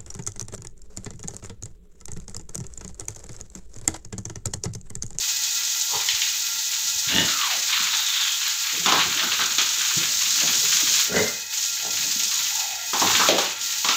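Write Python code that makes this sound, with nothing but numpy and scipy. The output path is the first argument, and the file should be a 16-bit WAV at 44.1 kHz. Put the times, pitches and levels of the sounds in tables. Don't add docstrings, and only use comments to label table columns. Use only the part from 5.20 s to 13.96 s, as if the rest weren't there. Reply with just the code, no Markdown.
import sys
import numpy as np
from scipy import signal
from scipy.io import wavfile

SR = 44100
rng = np.random.default_rng(int(sys.argv[2]) if len(sys.argv) > 2 else 0)


def transcribe(u):
    v = np.clip(np.atleast_2d(u).T, -1, 1)
    q = np.round(v * 32767).astype(np.int16)
    wavfile.write(sys.argv[1], SR, q)


N = 386316
TIME = np.arange(N) / SR

# time in seconds, relative level in dB.
SPRAY_CURVE = [(0.1, -27), (4.13, -28.5), (5.84, -21.5), (5.91, -31.5), (6.03, -26.5), (6.29, -38),
               (6.34, -27.5), (6.7, -31.5), (6.73, -26.5), (7.42, -27), (7.59, -35), (7.83, -24),
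               (8.09, -25), (8.16, -36), (8.19, -27), (8.38, -38), (8.43, -28.5), (8.72, -28)]
# frequency in Hz, relative density in dB.
THUD_SPECTRUM = [(50, -34), (120, -12), (195, -0.5), (420, 1.5), (640, 4), (1500, -47)]


def amp(db):
    return 10 ** (np.asarray(db) / 20)


def evened(x):
    return x / np.sqrt(np.mean(x ** 2) + 1e-20)


def read(points, hz):
    f, value = np.transpose(points)
    return np.interp(np.log(hz + 1), np.log(f + 1), value)


def follow(rows, t):
    s, *columns = np.transpose(rows)
    return [np.interp(t, s, c) for c in columns]


def add(mix, s, sound):
    part = mix[max(round(s * SR), 0):][:len(sound)]
    part += sound[:len(part)]


def colour(x, spectrum):
    hz = abs(np.fft.fftfreq(4096, 1 / SR))
    log_gain = np.log(amp(read(spectrum, hz)))
    taps = np.fft.ifft(np.exp(np.conj(signal.hilbert(log_gain)))).real[:2048]
    return signal.oaconvolve(x, taps / np.linalg.norm(taps))[:len(x)]


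def resonate(x, hz, width_hz):
    turn = np.exp(2j * np.pi * np.cumsum(hz * np.ones(len(x))) / SR)
    r = np.exp(-np.pi * width_hz / SR)
    smooth = signal.lfilter([1 - r], [1, -r], x / turn + 1e-18)
    return 2 * (turn * smooth).real


def cavity(x, modes, factor=1, tilt_db=0):
    out = 0
    for hz, width_hz, db in modes:
        centre_hz, spread_hz = hz * factor, width_hz * np.mean(factor)
        ring = resonate(resonate(x, centre_hz, spread_hz), centre_hz, spread_hz)
        out = out + amp(db + tilt_db * np.log2(hz / modes[0][0])) * ring
    return out


def drops(n, per_s, spread_db):
    size = amp(spread_db * np.minimum(rng.exponential(1, n), 5))
    return evened(size * rng.choice([-1, 1], n) * (rng.random(n) < per_s / SR))


def slugs(per_s, fade_s, depth):
    landings = rng.exponential(1, N) * (rng.random(N) < per_s / SR)
    power = signal.lfilter([1], [1, -np.exp(-1 / (fade_s * SR))], landings)
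    share = np.clip(depth, 0, 1)
    return np.sqrt(1 - share + share * power / power.mean())


def crossings(rows, rise_s, fade_db_per_s, release_s):
    strength = 0
    for start_s, length_s, level_db in rows:
        age_s = np.maximum(TIME - start_s, 0)
        rise = np.minimum(age_s / rise_s, 1)
        release = np.exp(-np.maximum(age_s - length_s, 0) / release_s)
        strength = strength + amp(level_db - fade_db_per_s * age_s) * rise * release
    return strength


def nozzle():
    # frequency in Hz, width in Hz, relative level in dB.
    hose_modes = [(883, 72, -5), (1384, 17, 5), (1653, 50, -3), (1877, 37, -1), (1982, 50, 1),
                  (2524, 73, 3.5)]
    return amp(-41.5) * evened(cavity(rng.standard_normal(N), hose_modes))


def spray():
    # frequency in Hz, relative density in dB.
    hiss_spectrum = [(600, -49), (1100, -26), (2200, -27.5), (2800, -10), (3800, -2), (5100, -1.5),
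                     (6850, 3.5), (7600, -4), (9300, -22), (10700, -20), (11400, -25), (15500, -50)]
    mist_spectrum = [(8000, -29), (11300, -18.5), (12300, -7), (15300, -1.5)]
    hiss_offset_db = 2
    mist_mean_db, mist_db_per_spray_db = -31.5, 0.87
    level_db, = follow(SPRAY_CURVE, TIME)
    ticks = drops(N, per_s=14000, spread_db=0.5) * slugs(per_s=150, fade_s=0.005, depth=0.36)
    fizz = drops(N, per_s=23000, spread_db=4.0) * slugs(per_s=200, fade_s=0.004, depth=0.26)
    mist_db = mist_mean_db + mist_db_per_spray_db * (level_db - level_db.mean())
    hiss = amp(level_db + hiss_offset_db) * colour(ticks, hiss_spectrum)
    return hiss + amp(mist_db) * colour(fizz, mist_spectrum)


def splatter():
    # start in seconds, length in seconds, level in dB before the fade.
    pours = [(1.84, 0.6, -31), (2.45, 1.07, -30), (3.62, 1.08, -29), (4.55, 1.1, -38), (7.76, 0.47, -30.5),
             (8.46, 0.34, -43.5)]
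    # frequency in Hz, relative density in dB.
    puddle_spectrum = [(650, -37), (1400, -6.5), (2200, 0.5), (3400, 2.5), (4300, 1.5), (9000, -44.5)]
    churn_spectrum = [(480, -40.5), (780, -9.5), (1150, 3), (1700, 5), (4000, -22)]
    stray_offset_db = -8.5
    churn_ref_db, splatter_ref_db, churn_db_per_splatter_db = -36, -27, 1.82
    spray_db, = follow(SPRAY_CURVE, TIME)
    poured = crossings(pours, rise_s=0.082, fade_db_per_s=7, release_s=0.08)
    level_db = 20 * np.log10(amp(spray_db + stray_offset_db) + poured)
    bursts = drops(N, per_s=6000, spread_db=1.5) * slugs(per_s=48, fade_s=0.016, depth=0.77)
    churn_db = churn_ref_db + churn_db_per_splatter_db * (level_db - splatter_ref_db)
    return amp(level_db) * colour(bursts, puddle_spectrum) + amp(churn_db) * colour(bursts, churn_spectrum)


def drumming():
    # start in seconds, length in seconds, level in dB before the fade.
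    soakings = [(1.6, 0.81, -62), (3.52, .15, -42.5), (3.698, 1, -37.5), (4.73, 0.83, -47),
                (5.175, 0.71, -40), (6.64, 0.59, -45.5), (7.798, 0.12, -36)]
    # frequency in Hz, relative level in dB.
    hide_response = [(70, -3), (220, 3.5), (750, 0)]
    rumble_spectrum = [(20, -18), (75, 3), (150, -13.5), (600, -16), (1500, -25)]
    stray_db = -66.5
    soaked = crossings(soakings, rise_s=0.053, fade_db_per_s=25, release_s=0.29)
    thumps = np.zeros(N)
    for when, pitch, size in rng.random((1600, 3)):
        hz = 75 * (750 / 75) ** pitch
        level_db = read(hide_response, hz) + 11 * size ** 3
        add(thumps, *bump(when * N / SR, level_db, hz, ring_s=0.0085))
    rumble = amp(-61) * colour(rng.standard_normal(N), rumble_spectrum)
    return (amp(stray_db) + soaked) * evened(thumps) + rumble


def grunt(start_s, loudest_s, end_s, pulses_per_s, level_db, rough, opening, factor):
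    # frequency in Hz and width in Hz, both before the
    # factor and glide, relative level in dB before the effort tilt.
    open_throat = [(272, 63, 7.5), (903, 77, 0), (1780, 340, 3), (2900, 160, 11), (3530, 380, 8)]
    shut_throat = [(231, 120, 1), (412, 170, 6.5), (650, 720, -11.5), (1520, 430, -1), (2027, 63, 6.5)]
    t = np.arange(start_s, end_s, 1 / SR)
    turns = (t - start_s) * pulses_per_s
    flaps = np.diff(np.floor(turns), prepend=0) * amp(2 * rng.standard_normal(len(t)))
    rasp = evened((0.86 + np.exp(-(turns % 1) / 0.11)) * rng.standard_normal(len(t)))
    rough, opening = np.clip([rough, opening], 0, 1)
    drive = (1 - rough) * evened(flaps) + rough * rasp
    effort_db = -24 * np.interp(t, [start_s, loudest_s, end_s], [1, 0, 1]) ** 1.47
    glide = factor * (1 + 0.61 * (t - loudest_s))
    tilt_db = 0.086 * effort_db
    wide = evened(cavity(drive, open_throat, glide, tilt_db))
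    shut = evened(cavity(drive, shut_throat, glide, tilt_db))
    chest = amp(-7) * evened(cavity(rasp, [(161, 210, 0)])) + amp(-16.5) * colour(rasp, THUD_SPECTRUM)
    voice = opening * wide + (1 - opening) * shut + chest / factor ** 2
    return start_s, amp(level_db + effort_db) * voice * signal.windows.tukey(len(t), .08)


def bump(s, level_db, hz, ring_s=0.0045):
    t = np.arange(SR // 8) / SR
    u = t / ring_s
    return s, amp(level_db) * u * np.exp(1 - u) * np.sin(2 * np.pi * hz * t)


def splash(s, slap_db, slosh_db, slosh_hz):
    # frequency in Hz, relative density in dB.
    spatter_spectrum = [(900, -38.5), (1800, 3), (3500, 10.5), (4800, 2.5), (6700, 5), (9300, -32),
                        (15000, -45)]
    thud_offset_db, thud_db_per_octave = -11, -10.5
    t = np.arange(SR // 3) / SR
    shower = drops(len(t), per_s=6000, spread_db=1.0) * np.exp(-t / 0.042)
    slap = 2.2 * rng.standard_normal(len(t)) * np.exp(-t / .0035)
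    bright = amp(slap_db - 11.5) * colour(shower + slap, spatter_spectrum)
    plunge = shower + .5 * slap
    pocket = [(slosh_hz * ratio, db) for ratio, db in [(.3, -17), (.7, -1), (1, 8.5), (1.4, 0), (4, -29.5)]]
    slosh = amp(slosh_db - 2.0) * colour(plunge, pocket)
    octaves = np.log2(slosh_hz / 1000)
    thud_db = slosh_db + thud_offset_db + thud_db_per_octave * octaves
    return s, bright + slosh + amp(thud_db) * colour(plunge, THUD_SPECTRUM)


def slide(rows):
    t = np.arange(rows[0][0], rows[-1][0], 1 / SR)
    hz, level_db = follow(rows, t)
    width_hz = 0.18 * hz.mean()
    broken = drops(len(t), per_s=700, spread_db=2.0)
    note = resonate(resonate(broken, hz, width_hz), hz, width_hz)
    return t[0], amp(level_db) * evened(note) * signal.windows.tukey(len(t), .15)


def pen(x, wet_db):
    # frequency in Hz, 60 dB decay time in seconds.
    decay_times = [(200, 0.33), (2000, 0.56), (14000, 0.078)]
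    late = np.arange(SR) > .006 * SR
    taps = rng.choice([-1., 1.], SR) * (rng.random(SR) < 2500 / SR) * late
    hz, t, z = signal.stft(taps, SR, nperseg=256)
    decay = amp(-60 * t / read(decay_times, hz)[:, None])
    tail = signal.istft(z * decay, SR, nperseg=256)[1]
    echo = signal.fftconvolve(x, tail / np.linalg.norm(tail))[:N]
    return (x + amp(wet_db) * echo) / np.sqrt(1 + amp(wet_db) ** 2)


def scene():
    # start, loudest point and end in seconds (a loudest point past the end: cut off
    # while rising), pulses per second, relative level in dB, roughness 0-1, snout opening 0-1,
    # factor on the throat's resonances.
    grunts = [(0.682, 0.762, 0.76, 55, -27.5, 0.78, 0, 2.26), (1.876, 1.975, 2.09, 46.6, -21, .06, 1, 1),
              (2.327, 2.4, 2.392, 45, -38.5, 0.6, 0.5, 1.16),
              (2.556, 2.603, 2.85, 56, -55.5, 0.1, 0.5, 0.6), (5.875, 5.975, 6.077, 44, -20.5, .7, 0.16, 1),
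              (6.578, 6.7, 6.69, 55, -30, 0.3, 0.33, 1.8)]
    # start in seconds, relative level in dB, frequency in Hz.
    bumps = [(0.763, -37, 109), (0.935, -40, 77), (1.757, -41, 90), (1.871, -33, 126), (2.601, -37.5, 220),
             (3.53, -44, 298), (4.768, -24, 150), (4.775, -29.5, 327), (5.629, -31.5, 307),
             (6.959, -34.5, 217)]
    # start in seconds, relative slap level in dB,
    # relative slosh level in dB, slosh frequency in Hz.
    splash_rows = [(0.887, -8.5, -44, 1010), (1.018, -10.5, -61, 900), (3.660, -8.5, -16, 1030),
                   (3.721, -8.5, -15.5, 1050), (4.032, -17, -25, 1400), (4.191, -16, -22.5, 1330),
                   (4.383, -6.5, -26, 1280), (5.236, -23, -32.5, 724), (6.999, -18.5, -50, 1200),
                   (7.733, -21, -20.5, 940), (7.817, -28, -16, 860), (7.903, -22, -23.5, 1340),
                   (7.995, -12, -14.5, 1150), (8.087, -7, -16.5, 605), (8.129, -23, -26, 450),
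                   (8.182, -11, -21, 970), (8.646, -12, -25, 1010), (8.687, -7, -24, 1180)]
    # time in seconds, frequency in Hz, relative level in dB.
    slides = [
        [(2.05, 1480, -44), (2.24, 1150, -30.5), (2.30, 810, -37.5), (2.38, 650, -38)],
        [(2.49, 1370, -51), (2.77, 870, -44), (2.84, 790, -44)],
        [(2.6, 4050, -34), (2.87, 3660, -28), (3.2, 3250, -32)],
        [(7.08, 1260, -38), (7.26, 855, -54.5), (7.38, 850, -39.5), (7.69, 704, -49.5)],
    ]
    water, splashes, pigs = splatter() + drumming(), np.zeros(N), np.zeros(N)
    for row in grunts:
        add(pigs, *grunt(*row))
    for row in bumps:
        add(splashes, *bump(*row))
    for row in splash_rows:
        add(splashes, *splash(*row))
    for rows in slides:
        add(water, *slide(rows))
    mono = nozzle() + pen(spray(), wet_db=-16.5) + pen(water, wet_db=-12.0)
    mono = mono + pen(splashes, wet_db=-8.0) + pen(pigs, wet_db=-4.0)
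    return np.array([mono, mono])


def record(dry):
    edge_hz = 15600
    thin = signal.sosfilt(signal.butter(2, 62, "highpass", fs=SR, output="sos"), dry)
    lowpass = signal.firwin(511, edge_hz, window=("kaiser", 9), fs=SR)
    return signal.oaconvolve(thin, lowpass[None], "same", axes=1)


dry = scene()
out = record(dry)
transcribe(out)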